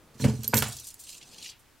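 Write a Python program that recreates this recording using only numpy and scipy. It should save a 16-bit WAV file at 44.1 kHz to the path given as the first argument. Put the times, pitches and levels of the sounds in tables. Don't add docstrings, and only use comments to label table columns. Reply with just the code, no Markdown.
import sys
import numpy as np
from scipy import signal
from scipy.fft import rfft, irfft
from scipy.io import wavfile
from scipy.ndimage import uniform_filter1d

SR = 44100
rng = np.random.default_rng(int(sys.argv[2]) if len(sys.argv) > 2 else 0)


def wrap_up_sound(samples):
    columns = np.atleast_2d(samples).T
    tamed = np.clip(columns, -1, 1)
    steps = np.round(tamed * 32767).astype(np.int16)
    wavfile.write(sys.argv[1], SR, steps)


def boost(x):
    u = np.asarray(x, float) / 20
    return 10 ** u


N = 79380

# freq_hz, level_db_per_hz
HISS_SPECTRUM = [(12, -30), (20, -4.5), (120, -10), (193, -21), (270, -14), (558, -21), (976, -19.5),
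                 (2670, -24), (16000, -32)]
# freq_hz, likeness_0_1
HISS_LIKENESS = [(60, 0.87), (380, 0.31), (2380, 0.94), (15000, 0.32)]
# freq_hz, share_0_1
UNLIKE_SHARE = [(3000, 0.25), (6000, 0.57), (12000, 0.78)]
# time_s, level_db
SHUFFLE_LEVEL = [
    (0, -61),
    (.15, -58.5),
    (.8, -64.5),
    (.95, -72.5),
    (1.202, -63.5),
    (1.3, -60),
    (1.452, -63),
    (1.55, -74),
    (1.8, -81),
]
# start_s, level_db, contact_ms
BUMPS = [(0.153, -47.5, 2.5), (.2, -30.5, 2.3), (0.22, -21.5, 3.7), (0.236, -19.5, 2.67),
         (0.244, -32.5, 0.67), (.251, -10, 2.9), (.263, -22, 3.2), (.284, -20.5, 2.32), (.298, -36, 2.8),
         (0.336, -24.5, 2.7), (.39, -30, 3.34), (0.445, -40.5, 1.7), (0.491, -35.5, 2.3), (0.538, -19, 2.5),
         (0.556, -20, 1.8), (0.578, -24, 1.1), (.605, -19, 7), (.623, -28, 1.23), (.66, -35.5, 2.8),
         (0.689, -37, 2.86), (0.649, -24.5, 10), (0.701, -25.5, 11.6), (0.744, -29, 10.6)]
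# freq_hz, level_db, t60_s, left_right_db
TABLE_MODES = [(77.1, -4.5, 0.46, 2.5), (109.4, -3, 0.2, -3.5), (122.04, -9, 0.46, -2),
               (137.8, -6, 0.2, -4), (218.1, -5, 0.24, 1), (246.6, -3, 0.078, 2.5), (323, -17, 0.077, -9),
               (434.6, -5.5, 0.13, -4), (500, -4.5, 0.038, 5.5), (855, -15.5, 0.03, 18)]
# start_s, level_db, centre_hz, t60_s, clean_blow_db
KNOCKS = [(0.197, -45.5, 1190, 0.2, 3), (.24, -27, 1940, 0.039, 5), (.244, -28.5, 660, 0.056, 18),
          (0.2838, -37, 490, 0.014, 5), (0.5345, -21, 1116, 0.011, 18.5), (.5363, -21.5, 1830, .02, 16),
          (.6215, -24, 2350, 0.037, 21.5), (.624, -28.5, 906, 0.051, 13), (.529, -36, 900, 0.042, 14),
          (.641, -36.5, 1600, 0.031, 11), (0.434, -51.5, 1500, 0.16, -6)]
# freq_hz, width_hz, level_db
STIFF_NEAR = [(512, 160, 11.5), (800, 134, -1), (927, 114, 7.5), (1483, 26, 10), (1683, 180, 5.5),
              (2300, 290, 5), (2600, 200, 2), (3200, 450, -9)]
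# freq_hz, width_hz, level_db
STIFF_FAR = [(755, 260, 8.8), (1217, 170, 4.3), (1446, 110, 8.6), (1750, 160, 7), (2260, 120, 5),
             (2586, 100, 5), (2850, 180, 3.9), (3320, 91, 7)]
# freq_hz, width_hz, lift_db
COLOUR_PEAKS = [(2670, 660, 7.5), (3300, 250, 3.5), (4200, 420, 4), (4900, 300, 2.5), (5900, 300, 2.5),
                (7210, 380, 5.5), (8200, 400, 3), (9030, 300, 4.5)]
# start_s, level_db, centre_hz, length_s
SLIPS = [(0.139, -60.5, 5720, 0.03), (0.241, -35.5, 6700, 0.019), (0.431, -44, 6000, 0.0035),
         (0.434, -41.5, 5440, 0.0046), (0.441, -33.5, 6200, 0.012), (0.601, -30.5, 9000, 0.0083),
         (0.637, -32, 6450, 0.0084), (0.646, -41.5, 8000, 0.004), (0.682, -39, 8950, .008),
         (0.7202, -38, 6400, 0.018), (0.765, -40, 7150, 0.013), (0.784, -45, 5170, 0.015),
         (0.796, -40, 7900, 0.011), (0.839, -44.5, 7450, 0.024), (0.867, -38.5, 8100, 0.016),
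         (0.885, -40, 7800, 0.0081), (0.902, -44, 7400, 0.011), (0.942, -36.5, 9300, 0.0022),
         (0.99, -44.5, 8600, 0.035), (1.036, -46, 8040, 0.0099), (1.069, -49, 4420, 0.011),
         (1.091, -40, 4900, 0.0057), (1.102, -44, 6950, 0.0038), (1.128, -48, 4400, 0.006),
         (1.178, -56, 6300, 0.009), (1.21, -50, 3100, 0.013), (1.226, -46.5, 4200, 0.0099),
         (1.344, -51, 4500, .006), (1.381, -45, 4850, .009), (1.423, -44, 4930, 0.015),
         (1.4428, -42, 3720, 0.006), (1.456, -41.5, 3200, 0.011), (1.4893, -42.5, 3730, 0.0066),
         (1.494, -43.5, 4500, 0.013), (1.513, -57, 2600, 0.045), (1.589, -60, 8800, 0.027)]
# time_s, level_db, centre_hz, left_right_db
RUB_STROKES = [(.17, -69.5, 5830, -6), (.21, -39.5, 5950, -4), (.39, -55.5, 5900, -6),
               (.46, -49.5, 7000, -2.5), (.533, -50, 5840, 1), (.545, -31.5, 8600, -2),
               (.66, -39.5, 6700, -3), (.7585, -49, 6940, -1), (.88, -50, 6860, -1.5),
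               (.98, -62.5, 7500, -2), (1.0, -56.5, 7940, 0.5), (1.1, -45, 6000, -2),
               (1.18, -48.5, 5500, -1.5), (1.2, -58, 4800, -1), (1.36, -52.5, 4530, 0),
               (1.45, -42.5, 4100, -0.5), (1.505, -49, 4300, 1), (1.54, -65, 3500, -1)]
# start_s, level_db, top_share_0_1, t60_s, top_hz
TICKS = [
    (.4335, -26, 0.64, 0.011, 11900),
    (0.4779, -10, 0.85, 0.014, 12020),
    (0.542, -12, 0.56, 0.015, 12350),
    (0.5694, -19, 0.1, 0.03, 12100),
    (.5725, -16, 0.4, 0.014, 12300),
    (.577, -15, .3, .02, 12400),
    (.582, -7.5, 0.8, 0.0069, 12220),
    (0.5877, -10, 0.74, 0.011, 12300),
    (.6228, -22, 0.05, 0.021, 12100),
]
# freq_hz, level_db
METAL_MODES = [(4100, 0), (4860, -5), (5950, 0.5), (7300, -4), (8700, -2), (9600, -7), (10600, -2),
               (13100, 3)]
# start_s, end_s, freq_hz, level_db
HOOK_RINGS = [(.546, .571, 13846, -27), (.48, .53, 4861, -52), (.485, .54, 12172, -48),
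              (.48, .5, 8689, -52), (1.27, 1.32, 752, -67), (.478, .485, 7400, -38),
              (.443, .456, 8950, -43), (.444, .453, 6300, -40), (.541, .545, 7500, -27),
              (.543, .548, 5950, -33), (.569, .574, 8800, -29), (.573, .581, 5800, -30),
              (.5885, .595, 5274, -29), (.593, .603, 12240, -37), (.623, .627, 7800, -31)]


def evened(x):
    return x / np.sqrt(np.mean(x ** 2) + 1e-20)


def read(points, hz):
    f, value = np.transpose(points)
    return np.interp(np.log(hz + 1), np.log(f + 1), value)


def add(mix, start_s, sound):
    part = mix[..., round(start_s * SR):][..., :sound.shape[-1]]
    part += sound[..., :part.shape[-1]]


def panned(x, pan_db):
    return np.array([x * boost(pan_db / 2), x * boost(-pan_db / 2)])


def band(x, hz, octaves):
    f = np.fft.rfftfreq(len(x), 1 / SR) + 1
    bell = np.exp(-.5 * (np.log2(f / hz) / octaves) ** 2)
    return evened(irfft(rfft(x) * bell, len(x)))


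def uneven_noise(width):
    return evened(uniform_filter1d(uniform_filter1d(rng.standard_normal(N), width), width))


def hiss():
    frames, hz = N // 256 + 5, np.fft.rfftfreq(1024, 1 / SR)
    a, b, c, d = rng.standard_normal((frames, 513, 4)).T
    same = read(HISS_LIKENESS, hz)[:, None]
    left = a + 1j * b
    right = same * left + np.sqrt(1 - same ** 2) * (c + 1j * d)
    z = np.array([left, right]) * boost(read(HISS_SPECTRUM, hz))[:, None]
    return boost(-60.5) * evened(signal.istft(z, nperseg=1024, noverlap=768)[1][:, :N])


def shuffle():
    time_s, db = np.transpose(SHUFFLE_LEVEL)
    level_db = np.interp(np.arange(N) / SR, time_s, db) + 1.2 * uneven_noise(900)
    return panned(band(rng.standard_normal(N), 120, octaves=1.86) * boost(level_db), 1)


def table():
    lag_s, radiates_above_hz = .0001, 118
    t, force = np.arange(SR // 2) / SR, np.zeros(N)
    for start_s, db, contact_ms in BUMPS:
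        u = t[:600] * 1000 / contact_ms
        push = np.sin(np.pi * np.minimum(u, 1)) ** 2
        add(force, start_s, boost(db) * push / push.sum())
    side_t = t + np.array([[0], [lag_s]])
    ring = np.zeros((2, len(t)))
    for hz, db, t60_s, pan_db in TABLE_MODES:
        ring += panned(boost(db - 60 * t / t60_s), pan_db) * np.sin(2 * np.pi * hz * side_t)
    cut = signal.butter(4, radiates_above_hz, "high", fs=SR, output="sos")
    return signal.sosfilt(cut, signal.oaconvolve(force[None], ring, axes=1)[:, :N])


def knocks():
    tail_db, tail_t60_s, far_after_s = -6, 0.29, .6
    t, out = np.arange(SR // 3) / SR, np.zeros(N)
    f = np.fft.rfftfreq(len(t), 1 / SR)
    for start_s, db, hz, t60_s, blow_db in KNOCKS:
        modes = STIFF_FAR if start_s > far_after_s else STIFF_NEAR
        body = sum(boost(g) / (1 + 2j * (f - c) / width) for c, width, g in modes)
        shape = boost(-60 * t / t60_s) + boost(tail_db - 60 * t / tail_t60_s)
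        crack = np.minimum(t / 0.0015, 1) * shape * band(rng.standard_normal(len(t)), hz, octaves=1.0)
        u = t - .002
        blow = boost(blow_db) * np.exp(-(u * hz * 2) ** 2) * np.sin(2 * np.pi * hz * u)
        spectrum = rfft(crack) * (1.28 + body) + rfft(blow) * body
        add(out, start_s, boost(db - 11.5) * irfft(spectrum, len(t)))
    return panned(out, -1.3)


def room(x):
    room_db, room_t60_s = -2.5, 0.048
    t = np.arange(SR // 4) / SR
    tail = rng.standard_normal((2, len(t))) * boost(-60 * t / room_t60_s)
    tail /= np.linalg.norm(tail, axis=1, keepdims=True)
    late = signal.oaconvolve(x, tail, axes=1)[:, :N]
    wide = read(UNLIKE_SHARE, np.fft.rfftfreq(N, 1 / SR))
    return x + irfft(wide * rfft(boost(room_db) * late), N)


def peaked(x):
    f = np.fft.rfftfreq(N, 1 / SR)
    lift_db = sum(db / (1 + (2 * (f - hz) / width) ** 2) for hz, width, db in COLOUR_PEAKS)
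    return irfft(rfft(x) * boost(lift_db - 2.5) / np.sqrt(1 + (1700 / (f + 1)) ** 6), N)


def slips():
    t, out = np.arange(3000) / SR, np.zeros((2, N))
    rub_s, _, _, rub_pan_db = np.transpose(RUB_STROKES)
    draws = rng.standard_normal((len(SLIPS), 2, len(t)))
    for (start_s, db, hz, length_s), (a, b) in zip(SLIPS, draws):
        decay = np.exp(-(t / length_s) ** 2) + 0.05 * np.exp(-t / 0.018)
        shape = np.minimum(t / (0.21 * length_s), 1) * decay
        grit = band(a * boost(1.2 * b), hz, octaves=0.71)
        add(out, start_s, panned(boost(db) * shape * grit, np.interp(start_s, rub_s, rub_pan_db)))
    return out


def rub():
    grains_per_s, octaves_below, octaves_above = 11000, 1, 1.1
    dull_above_hz, skin_edge_hz = 12400, 2350
    time_s, db, centre_hz, pan_db = np.transpose(RUB_STROKES)
    t = np.arange(N) / SR
    caught = rng.random(N) < grains_per_s / SR
    size = .5 + caught * boost(2.1 * np.minimum(rng.exponential(1, N), 3.5))
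    hz, at_s, z = signal.stft(rng.standard_normal((2, N)) * size, SR, nperseg=256, noverlap=192)
    patches = uniform_filter1d(rng.standard_normal(z[0].shape), size=2, axis=0)
    patches = evened(uniform_filter1d(patches, size=16, axis=1))
    wide = 0.38 * read(UNLIKE_SHARE, hz)[:, None]
    z = np.array([z[0] + wide * z[1], z[0] - wide * z[1]])
    hz = hz[:, None]
    z /= np.sqrt((1 + (hz / dull_above_hz) ** 6) * (1 + (skin_edge_hz / (hz + 1)) ** 10))
    away = np.log2((hz + 1) / np.interp(at_s, time_s, centre_hz))
    octaves = np.where(away < 0, octaves_below, octaves_above)
    z = z / (1 + (away / octaves) ** 2) * boost(3.9 * patches)
    x = evened(signal.istft(z, SR, nperseg=256, noverlap=192)[1][:, :N])
    level_db = np.interp(t, time_s, db, left=-100, right=-100) + 1.1 * uneven_noise(300)
    return x * panned(boost(level_db), np.interp(t, time_s, pan_db))


def hook_rings(out):
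    fade_db, pair_hz, pair_gain = 4, 170, .3
    for start_s, end_s, hz, db in HOOK_RINGS:
        u = np.arange(0, end_s - start_s, 1 / SR)
        edges = np.clip(np.minimum(u, u[::-1]) / 0.001, 0, 1)
        pair = np.sin(2 * np.pi * hz * u) + pair_gain * np.sin(2 * np.pi * (hz + pair_hz) * u)
        add(out, start_s, boost(db - fade_db * u / u[-1]) * edges * pair)


def ticks():
    t, out = np.arange(4000) / SR, np.zeros(N)
    draws = rng.random((len(TICKS), 2, len(METAL_MODES) + 1))
    for (start_s, db, top, t60_s, top_hz), (size, phase) in zip(TICKS, draws):
        low = np.zeros(len(t))
        for (hz, g), z, p in zip(METAL_MODES, size, phase):
            low += boost(g - 13 * z) * np.sin(2 * np.pi * (hz * (0.89 + 0.037 * p) * t + p))
        low *= 1 + 1.8 * evened(uniform_filter1d(rng.standard_normal(len(t)), size=40))
        ring = np.sin(2 * np.pi * top_hz * t) * (1 + .45 * np.cos(2 * np.pi * 330 * t))
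        snap = boost(-5.0 - 60 * t / 0.023) + boost(-3.0 - 60 * t / 0.0038)
        snap = snap * band(rng.standard_normal(len(t)), 8200, octaves=0.65)
        metal = boost(-60 * t / t60_s) * (top * ring + (1 - top) * 0.4 * low)
        add(out, start_s, boost(db) * np.minimum(t / 0.0007, 1) * (metal + (1 - top) * snap))
    hook_rings(out)
    return panned(out, -6.5)


def scene():
    contacts = room(knocks() + peaked(slips()) + ticks())
    return hiss() + shuffle() + table() + peaked(rub()) + contacts


def low_pass(x):
    return signal.sosfilt(signal.butter(12, 16800, fs=SR, output="sos"), x)


def record(dry):
    lowpass = signal.firwin(511, 15900, window=("kaiser", 9), fs=SR)
    mix = signal.oaconvolve(dry, lowpass[None], "same")
    return low_pass(mix)


dry = scene()
out = record(dry)
wrap_up_sound(out)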